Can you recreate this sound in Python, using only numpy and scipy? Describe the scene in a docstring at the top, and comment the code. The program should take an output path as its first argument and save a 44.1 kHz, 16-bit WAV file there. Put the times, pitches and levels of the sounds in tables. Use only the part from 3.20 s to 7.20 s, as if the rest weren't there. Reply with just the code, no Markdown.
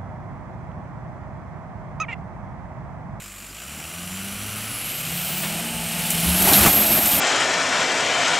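"""Diesel pickup on rough grass

A V8 diesel pulls away from idle with faint squeaks and drives closer, revving up, heard in mono.
Periodic firing makes the exhaust drone and the block clatter; turbulent air makes the intake hiss
and the cooling fan roar, and the turbo whistles. Grass crackles, stalks snap and the body thumps
over bumps. The edge of a wood sends back a little of the clatter and hiss."""
import sys
import numpy as np
from scipy import signal
from scipy.fft import rfft, irfft
from scipy.io import wavfile

SR = 44100
rng = np.random.default_rng(int(sys.argv[2]) if len(sys.argv) > 2 else 0)


def wav_record(signal):
    """Record a signal, one row per channel, as 16-bit PCM in the file named by sys.argv[1]."""
    frames = np.transpose(np.atleast_2d(signal))
    bounded = np.clip(frames, -1, 1)
    # unit amplitude maps onto the largest positive 16-bit level
    quanta = np.round(bounded * 32767).astype(np.int16)
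    wavfile.write(sys.argv[1], SR, quanta)


N = 176400
T = np.arange(N) / SR
CYLINDERS = 8
CRACK_DECAY_S = .0005


def from_db(db):
    """Amplitude ratio of a level in decibels."""
    return 10 ** (np.asarray(db) / 20)

def unit_power(x):
    """Normalisation to a mean square of one."""
    return x / np.sqrt(np.mean(x ** 2) + 1e-20)

def curve(rows):
    """Linear interpolation of (time, value) rows at every sample."""
    return np.interp(T, *np.transpose(rows))

def envelope(rows):
    """Amplitude envelope of a level curve."""
    return from_db(curve(rows))

def noise():
    """Gaussian white noise."""
    return rng.standard_normal(N)

def drift(corner_hz):
    """Slow random modulation: low-passed noise of unit power."""
    pole = np.exp(-20 * np.pi * corner_hz / SR)  # at a tenth of the sample rate
    slow = signal.lfilter([1], [1, -2 * pole, pole * pole], rng.standard_normal(N // 10 + 4002))[4000:]
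    return np.interp(np.arange(N) / 10, np.arange(len(slow)), unit_power(slow))

def colour(x, spectrum):
    """Spectral shaping to unit power, with a roll-off beyond both ends of the spectrum."""
    hz, db = np.transpose(spectrum)
    f = np.maximum(np.arange(N // 2 + 1) * SR / N, 1)
    gain = from_db(np.interp(np.log(f), np.log(hz), db))
    roll_off = np.minimum(f / hz[0], 1) ** 2 * np.minimum(hz[-1] / f, 1)
    return unit_power(irfft(rfft(x) * gain * roll_off, N))

def tone(hz):
    """A sinusoid of unit power whose phase is the integral of frequency."""
    return np.sqrt(2) * np.sin(2 * np.pi * (np.cumsum(hz * np.ones(N)) / SR + rng.random()))

def narrow_noise(hz, width_hz):
    """Quadrature modulation centres a band of noise on a moving frequency."""
    phase = 2 * np.pi * np.cumsum(hz * np.ones(N)) / SR
    lowpass = signal.butter(2, width_hz / 2, fs=SR, output="sos")
    a, b = signal.sosfilt(lowpass, rng.standard_normal((2, N)))
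    return unit_power(a * np.cos(phase) + b * np.sin(phase))

def window(start, end, fade_s):
    """A trapezoidal window, at half amplitude at start and end."""
    return np.clip(np.minimum(T - start, end - T) / fade_s + .5, 0, 1)


# Engine speed: (time [s], firing rate [Hz])
FIRING_RATE = [(0, 51), (.3, 46.7), (.38, 56), (.5, 72), (.78, 86.6), (1.04, 98), (1.25, 102), (1.5, 111),
               (2.03, 143), (2.27, 160), (2.5, 168), (2.85, 166), (3.02, 167), (3.25, 189), (3.5, 205),
               (3.68, 215), (4, 210)]

def combustion(jitter=.003, decay_s=.009, floor=.6, spread_db=1):
    """Periodic excitation: the firing rate and its train of decaying pulses, unequal by cylinder."""
    firing_hz = curve(FIRING_RATE) * (1 + jitter * drift(8.8))
    firings = np.cumsum(firing_hz) / SR
    count = firings.astype(int)
    strength_db = spread_db * (rng.standard_normal(CYLINDERS)[count % CYLINDERS] + noise()[count])
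    age = (firings % 1) / firing_hz
    return firing_hz, unit_power(floor + from_db(strength_db) * np.exp(-age / decay_s))

# Exhaust tone at the firing rate: (time [s], level [dB])
FUNDAMENTAL_LEVEL = [(0, -50), (.35, -50), (.52, -47), (.74, -51.5), (.82, -44.5), (1.15, -46),
                     (1.25, -39.5), (1.48, -41), (1.62, -50), (2, -40), (2.3, -35.5), (2.6, -37.5),
                     (2.9, -34.5), (3.08, -24.5), (3.35, -29), (3.6, -32), (3.8, -36), (4, -55)]
# Its second harmonic: (time [s], level [dB])
OCTAVE_LEVEL = [(0, -52.5), (.38, -58), (0.522, -49), (.73, -46.5), (.8, -39), (1.13, -37.5), (1.23, -46),
                (1.36, -39.5), (1.7, -63), (3.1, -63), (3.3, -35), (4, -56)]
# Tones of uneven firing: (harmonic of the eight-cylinder cycle, relative level [dB])
UNEVEN_TONES = [(7, -9), (9, -9), (14, -8), (20, -3.5), (24, -6.5), (32, -4), (40, -8.5)]
# Envelope of the uneven tones and gas puffs: (time [s], level [dB])
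EXHAUST_EFFORT = [(0, -58), (.35, -48.5), (.8, -44), (1.4, -38.5), (1.65, -40), (2.2, -39.5), (3, -34.5),
                  (3.35, -34.5), (3.7, -33), (4, -53)]
# Gas puffs: (frequency [Hz], relative spectral level [dB])
PUFF_SPECTRUM = [(20, -5), (45, 1), (70, 6), (115, 1.5), (170, 5.5), (230, 2), (290, -5.5), (450, -51)]

def exhaust(firing_hz, pulses, pipe_hz=187, pipe_width_hz=84, leak_db=-18.5):
    """Pulsating flow radiates harmonics and puffs; uneven-firing tones swell at the pipe resonance."""
    harmonics = uneven = 0
    for multiple, levels in ((1, FUNDAMENTAL_LEVEL), (2, OCTAVE_LEVEL)):
        harmonics += envelope(levels) * from_db(1.2 * drift(7.6)) * tone(multiple * firing_hz)
    for multiple, db in UNEVEN_TONES:
        hz = multiple * firing_hz / CYLINDERS
        resonance = from_db(leak_db) + 1 / (1 + (2 * (hz - pipe_hz) / pipe_width_hz) ** 2)
        uneven += resonance * from_db(db - 1.5 + 4.1 * drift(4)) * tone(hz)
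    puffs = from_db(-5) * colour(pulses * noise(), PUFF_SPECTRUM)
    return harmonics + envelope(EXHAUST_EFFORT) * (uneven + puffs)

# Combustion clatter: (time [s], level [dB])
CLATTER_LEVEL = [(0, -41.5), (.325, -42), (.355, -40.5), (1, -37.5), (1.5, -35), (2.2, -32), (2.55, -34),
                 (3, -30), (3.4, -31), (4, -29)]
# Ring of the engine block: (frequency [Hz], relative spectral level [dB])
BLOCK_SPECTRUM = [(200, -25), (480, -7), (660, -4), (950, -10), (1300, -5), (1780, -6.5), (2100, -3.5),
                  (2450, 0), (2900, -2), (3200, -5), (3550, -10), (4250, -8.5), (4700, -10.5), (6400, -11),
                  (7500, -6), (15000, -24.5)]

def clatter(pulses):
    """Impulsive excitation: each firing rattles the resonances of the block."""
    return envelope(CLATTER_LEVEL) * colour(pulses * noise(), BLOCK_SPECTRUM)

# Injector hiss: (frequency [Hz], relative spectral level [dB])
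INJECTOR_SPECTRUM = [(5000, -6), (9500, -14), (14500, 6), (15700, -13)]

def injectors(pulses):
    """Amplitude modulation: the injectors hiss in time with the firings, beneath the clatter."""
    hiss = colour(np.sqrt(pulses) * noise(), INJECTOR_SPECTRUM)
    return envelope(CLATTER_LEVEL) * from_db(-12.5) * hiss

# Roar of the radiator fan: (time [s], level [dB])
FAN_LEVEL = [(0, -50.5), (1, -44.5), (1.8, -45), (2.25, -37), (2.55, -39.5), (2.85, -41.5), (3.05, -32),
             (3.2, -25.5), (3.32, -18.5), (3.45, -18), (3.53, -24.5), (3.75, -23.5), (4, -27)]
# The same roar: (frequency [Hz], relative spectral level [dB])
FAN_SPECTRUM = [(30, -12), (80, 0), (125, 1), (200, 3), (350, 2), (440, -8), (530, -10.5), (750, -6),
                (1400, -5), (1800, -8.5), (2400, -7), (3800, -15), (6000, -14.5), (9000, -12),
                (15500, -13.5)]
# Hollow howl of the fan shroud: (time [s], level [dB])
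SHROUD_LEVEL = [(0, -77), (.55, -51), (1.7, -54), (2.25, -40), (2.8, -41.5), (3.15, -36), (3.3, -26),
                (3.5, -30.5), (3.75, -30), (4, -31.5)]
# The same howl: (frequency [Hz], relative spectral level [dB])
SHROUD_SPECTRUM = [(400, -19), (540, -9), (670, 2.5), (770, -3), (870, -2), (980, -22), (1300, -58)]

def fan(flutter_db=2.14):
    """Turbulence from the fan radiates broadband noise; its shroud howls in a narrower band."""
    roar = envelope(FAN_LEVEL) * from_db(flutter_db * drift(23)) * colour(noise(), FAN_SPECTRUM)
    return roar + envelope(SHROUD_LEVEL) * colour(noise(), SHROUD_SPECTRUM)

# Intake hiss: (time [s], level [dB])
HISS_LEVEL = [(0, -49), (.33, -48), (.42, -45.5), (1, -40), (2.1, -31), (2.55, -35), (2.88, -28.5),
              (3.1, -24), (3.35, -18.5), (3.52, -22.5), (3.75, -23.5), (4, -23)]
# The same hiss: (frequency [Hz], relative spectral level [dB])
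HISS_SPECTRUM = [(3000, 0.5), (5000, -4), (6600, -5.5), (7400, -4.5), (10200, 1.5), (12100, 3),
                 (13200, 1.5), (14500, -16), (15700, -5)]
# Air duct resonances: (start frequency [Hz], end frequency [Hz], bandwidth [Hz],
# start [s], end [s], start level [dB], end level [dB])
DUCT_BANDS = [(1346, 1350, 450, -0.22, 1.64, -53.5, -44), (7180, 7200, 540, -0.54, 0.95, -45, -49),
              (8090, 8010, 680, -.2, 1.5, -50, -49), (9540, 10050, 580, 0.45, 1.7, -47, -40),
              (5720, 5950, 200, 0.35, 1.43, -54, -47.5), (8440, 8550, 457, 1.7, 4.1, -43, -35.5),
              (2910, 2950, 330, 0.4, 3.28, -47.5, -38)]

def intake(pulses, hiss_pulsing=.12, duct_pulsing=.84, flutter_db=1.5):
    """Broad flow noise and narrow duct resonances, amplitude-modulated by the firings."""
    flutter = from_db(flutter_db * drift(42))
    hiss = envelope(HISS_LEVEL) * flutter * colour(pulses ** hiss_pulsing * noise(), HISS_SPECTRUM)
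    throb = unit_power(pulses ** duct_pulsing)
    for start_hz, end_hz, width_hz, start, end, start_db, end_db in DUCT_BANDS:
        hz = np.interp(T, [start, end], [start_hz, end_hz])
        gain = from_db(np.interp(T, [start, end], [start_db, end_db]))
        hiss += window(start, end, fade_s=.25) * throb * gain * narrow_noise(hz, width_hz)
    return hiss

def grass(breaks_per_s=120, spread_db=1.3):
    """Blades break as a Poisson process; the tiny bursts share the hiss's envelope and spectrum."""
    breaks = rng.random(N) < breaks_per_s / SR
    sizes = from_db(spread_db * np.minimum(rng.exponential(1, N), 4))
    bursts = signal.lfilter([1], [1, -np.exp(-1 / (CRACK_DECAY_S * SR))], breaks * sizes + 1e-18)
    return envelope(HISS_LEVEL) * from_db(-11) * colour(bursts * noise(), HISS_SPECTRUM)

# Echoes from the trees: (delay [s], gain [dB])
TREE_ECHOES = [(0.03, -24.5), (.074, -15.5), (0.127, -29)]

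def trees(direct):
    """Reflection at the edge of the wood adds weak, delayed copies to the direct sound."""
    return direct + sum(from_db(db) * np.interp(T - delay, T, direct, left=0) for delay, db in TREE_ECHOES)

# Faint squeaks: (peak time [s], level [dB], frequency [Hz], half duration [s])
SQUEAKS = [(.055, -55, 5050, .025), (.22, -58, 5100, .012), (.303, -47, 4900, .009),
           (.945, -42, 7220, .045)]

def squeaks(waver=.0067):
    """Frequency-modulated tones under Gaussian envelopes, as the truck gets going."""
    return sum(from_db(db) * np.exp(-((T - peak) / half_s) ** 2) * tone(hz * (1 + waver * drift(63)))
               for peak, db, hz, half_s in SQUEAKS)

def whistle(pitch, levels, width_hz, tone_db, air_db, waver_hz, flicker_db):
    """A blade-passing tone in a band of flow noise, for the span of its pitch curve."""
    hz = curve(pitch)
    sounding = (T >= pitch[0][0]) & (T <= pitch[-1][0])
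    blades = from_db(tone_db + flicker_db * drift(35)) * tone(hz + waver_hz * drift(41.3))
    return sounding * envelope(levels) * (blades + from_db(air_db) * narrow_noise(hz, width_hz))

# Turbo spooling up: (time [s], frequency [Hz])
SPOOL_PITCH = [(1.42, 10000), (1.52, 10600), (1.88, 13050), (2.18, 15300), (2.33, 16000)]
# Its envelope: (time [s], level [dB])
SPOOL_LEVEL = [(1.42, -56), (1.52, -38), (1.71, -34.5), (1.88, -40.5), (2.02, -35), (2.18, -33.5),
               (2.33, -46)]
# Turbo at full boost: (time [s], frequency [Hz])
BOOST_PITCH = [(2.45, 9400), (2.8, 10150), (3.06, 10830), (3.25, 11750), (3.43, 12450), (3.51, 12590),
               (3.68, 12480), (3.78, 12730), (3.87, 13120), (3.94, 13260), (4, 13240)]
# Its envelope: (time [s], level [dB])
BOOST_LEVEL = [(2.45, -53), (2.8, -45), (3.05, -36), (3.25, -24), (3.37, -20.5), (3.46, -28), (3.53, -20.5),
               (3.67, -25.5), (3.75, -22.5), (3.829, -27), (3.91, -24), (4, -26)]

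def turbo():
    """Blade-passing frequency rises with rotor speed: an airy sweep, then a purer one at full boost."""
    spool = whistle(SPOOL_PITCH, SPOOL_LEVEL, width_hz=580,
                    tone_db=-8, air_db=0, waver_hz=80, flicker_db=3)
    boost = whistle(BOOST_PITCH, BOOST_LEVEL, width_hz=900,
                    tone_db=1, air_db=-2, waver_hz=18, flicker_db=2.5)
    return spool + boost

# Drones under load: (harmonic of the eight-cylinder cycle, start [s], end [s], level [dB])
LOAD_DRONES = [(10, 1.82, 2.42, -39), (11, 2.33, 5.2, -41), (42, 2.45, 3.4, -46.5)]

def drones(firing_hz, waver_db=1.7):
    """Cycle harmonics from the two cylinder banks beat against the firing tone."""
    out = 0
    for multiple, start, end, db in LOAD_DRONES:
        gain = window(start, end, fade_s=.21) * from_db(db + waver_db * drift(9))
        out += gain * tone(multiple * firing_hz / CYLINDERS)
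    return out

# Knocks, and stalks under the tyres: (time [s], level [dB], low edge [Hz], high edge [Hz], decay [s])
SNAPS = [(2.235, -27.5, 500, 3800, .025), (2.904, -16, 7000, 15000, .008), (2.916, -25, 7000, 14000, .015),
         (3.221, -16, 7000, 15000, .012), (3.273, -20.5, 620, 830, .035), (3.288, -19, 4000, 12000, .005),
         (3.333, -17, 3500, 4100, .012), (3.334, -13.5, 3000, 12000, .009), (3.391, -17, 7500, 12000, .009),
         (3.457, -22, 620, 850, .016), (3.483, -17, 7000, 13000, .004), (3.694, -25, 620, 780, .02),
         (3.859, -19, 7000, 13000, .011)]

def snaps(crack_db=-4):
    """Impact and fracture give noise transients: a sharp crack and a short splintering tail."""
    out = 0
    for start, db, low_hz, high_hz, decay_s in SNAPS:
        age = np.maximum(T - start, 0)
        burst = (T >= start) * (np.exp(-age / decay_s) + from_db(crack_db) * np.exp(-age / CRACK_DECAY_S))
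        band = signal.butter(2, [low_hz, high_hz], "band", fs=SR, output="sos")
        gain = from_db(db) * np.sqrt(SR / 2 / (high_hz - low_hz))  # power independent of bandwidth
        out += gain * signal.sosfilt(band, burst * noise() + 1e-18)
    return out

# Panel booms as the body drops into ruts: (time [s], level [dB], frequency [Hz])
PANEL_BOOMS = [(3.058, -17.5, 73), (3.298, -18, 190), (3.366, -17, 205), (3.395, -19, 73),
               (3.583, -19, 200), (3.7, -21, 220)]

def thumps(rise_cycles=1.5, decay_cycles=3.6):
    """Damped vibration: each jolt sets the body panels booming for a few cycles."""
    out = 0
    for start, db, hz in PANEL_BOOMS:
        cycles = np.maximum(T - start, 0) * hz
        rise = 1 - np.exp(-(cycles / rise_cycles) ** 2)
        out += from_db(db) * rise * np.exp(-cycles / decay_cycles) * tone(hz)
    return out


def scene():
    """Superposition of all the sources, alike in both channels."""
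    firing_hz, pulses = combustion()
    engine = turbo() + exhaust(firing_hz, pulses) + drones(firing_hz) + fan()
    engine += trees(clatter(pulses) + intake(pulses) + injectors(pulses))
    truck = engine + thumps() + snaps() + grass() + squeaks()
    return np.array([truck, truck])

def record(dry, cutoff_hz=15650):
    """Band limiting: an elliptic low-pass filter cuts the highest treble steeply."""
    return signal.sosfilt(signal.ellip(12, .2, 80, cutoff_hz, fs=SR, output="sos"), dry)


dry = scene()
out = record(dry)
wav_record(out)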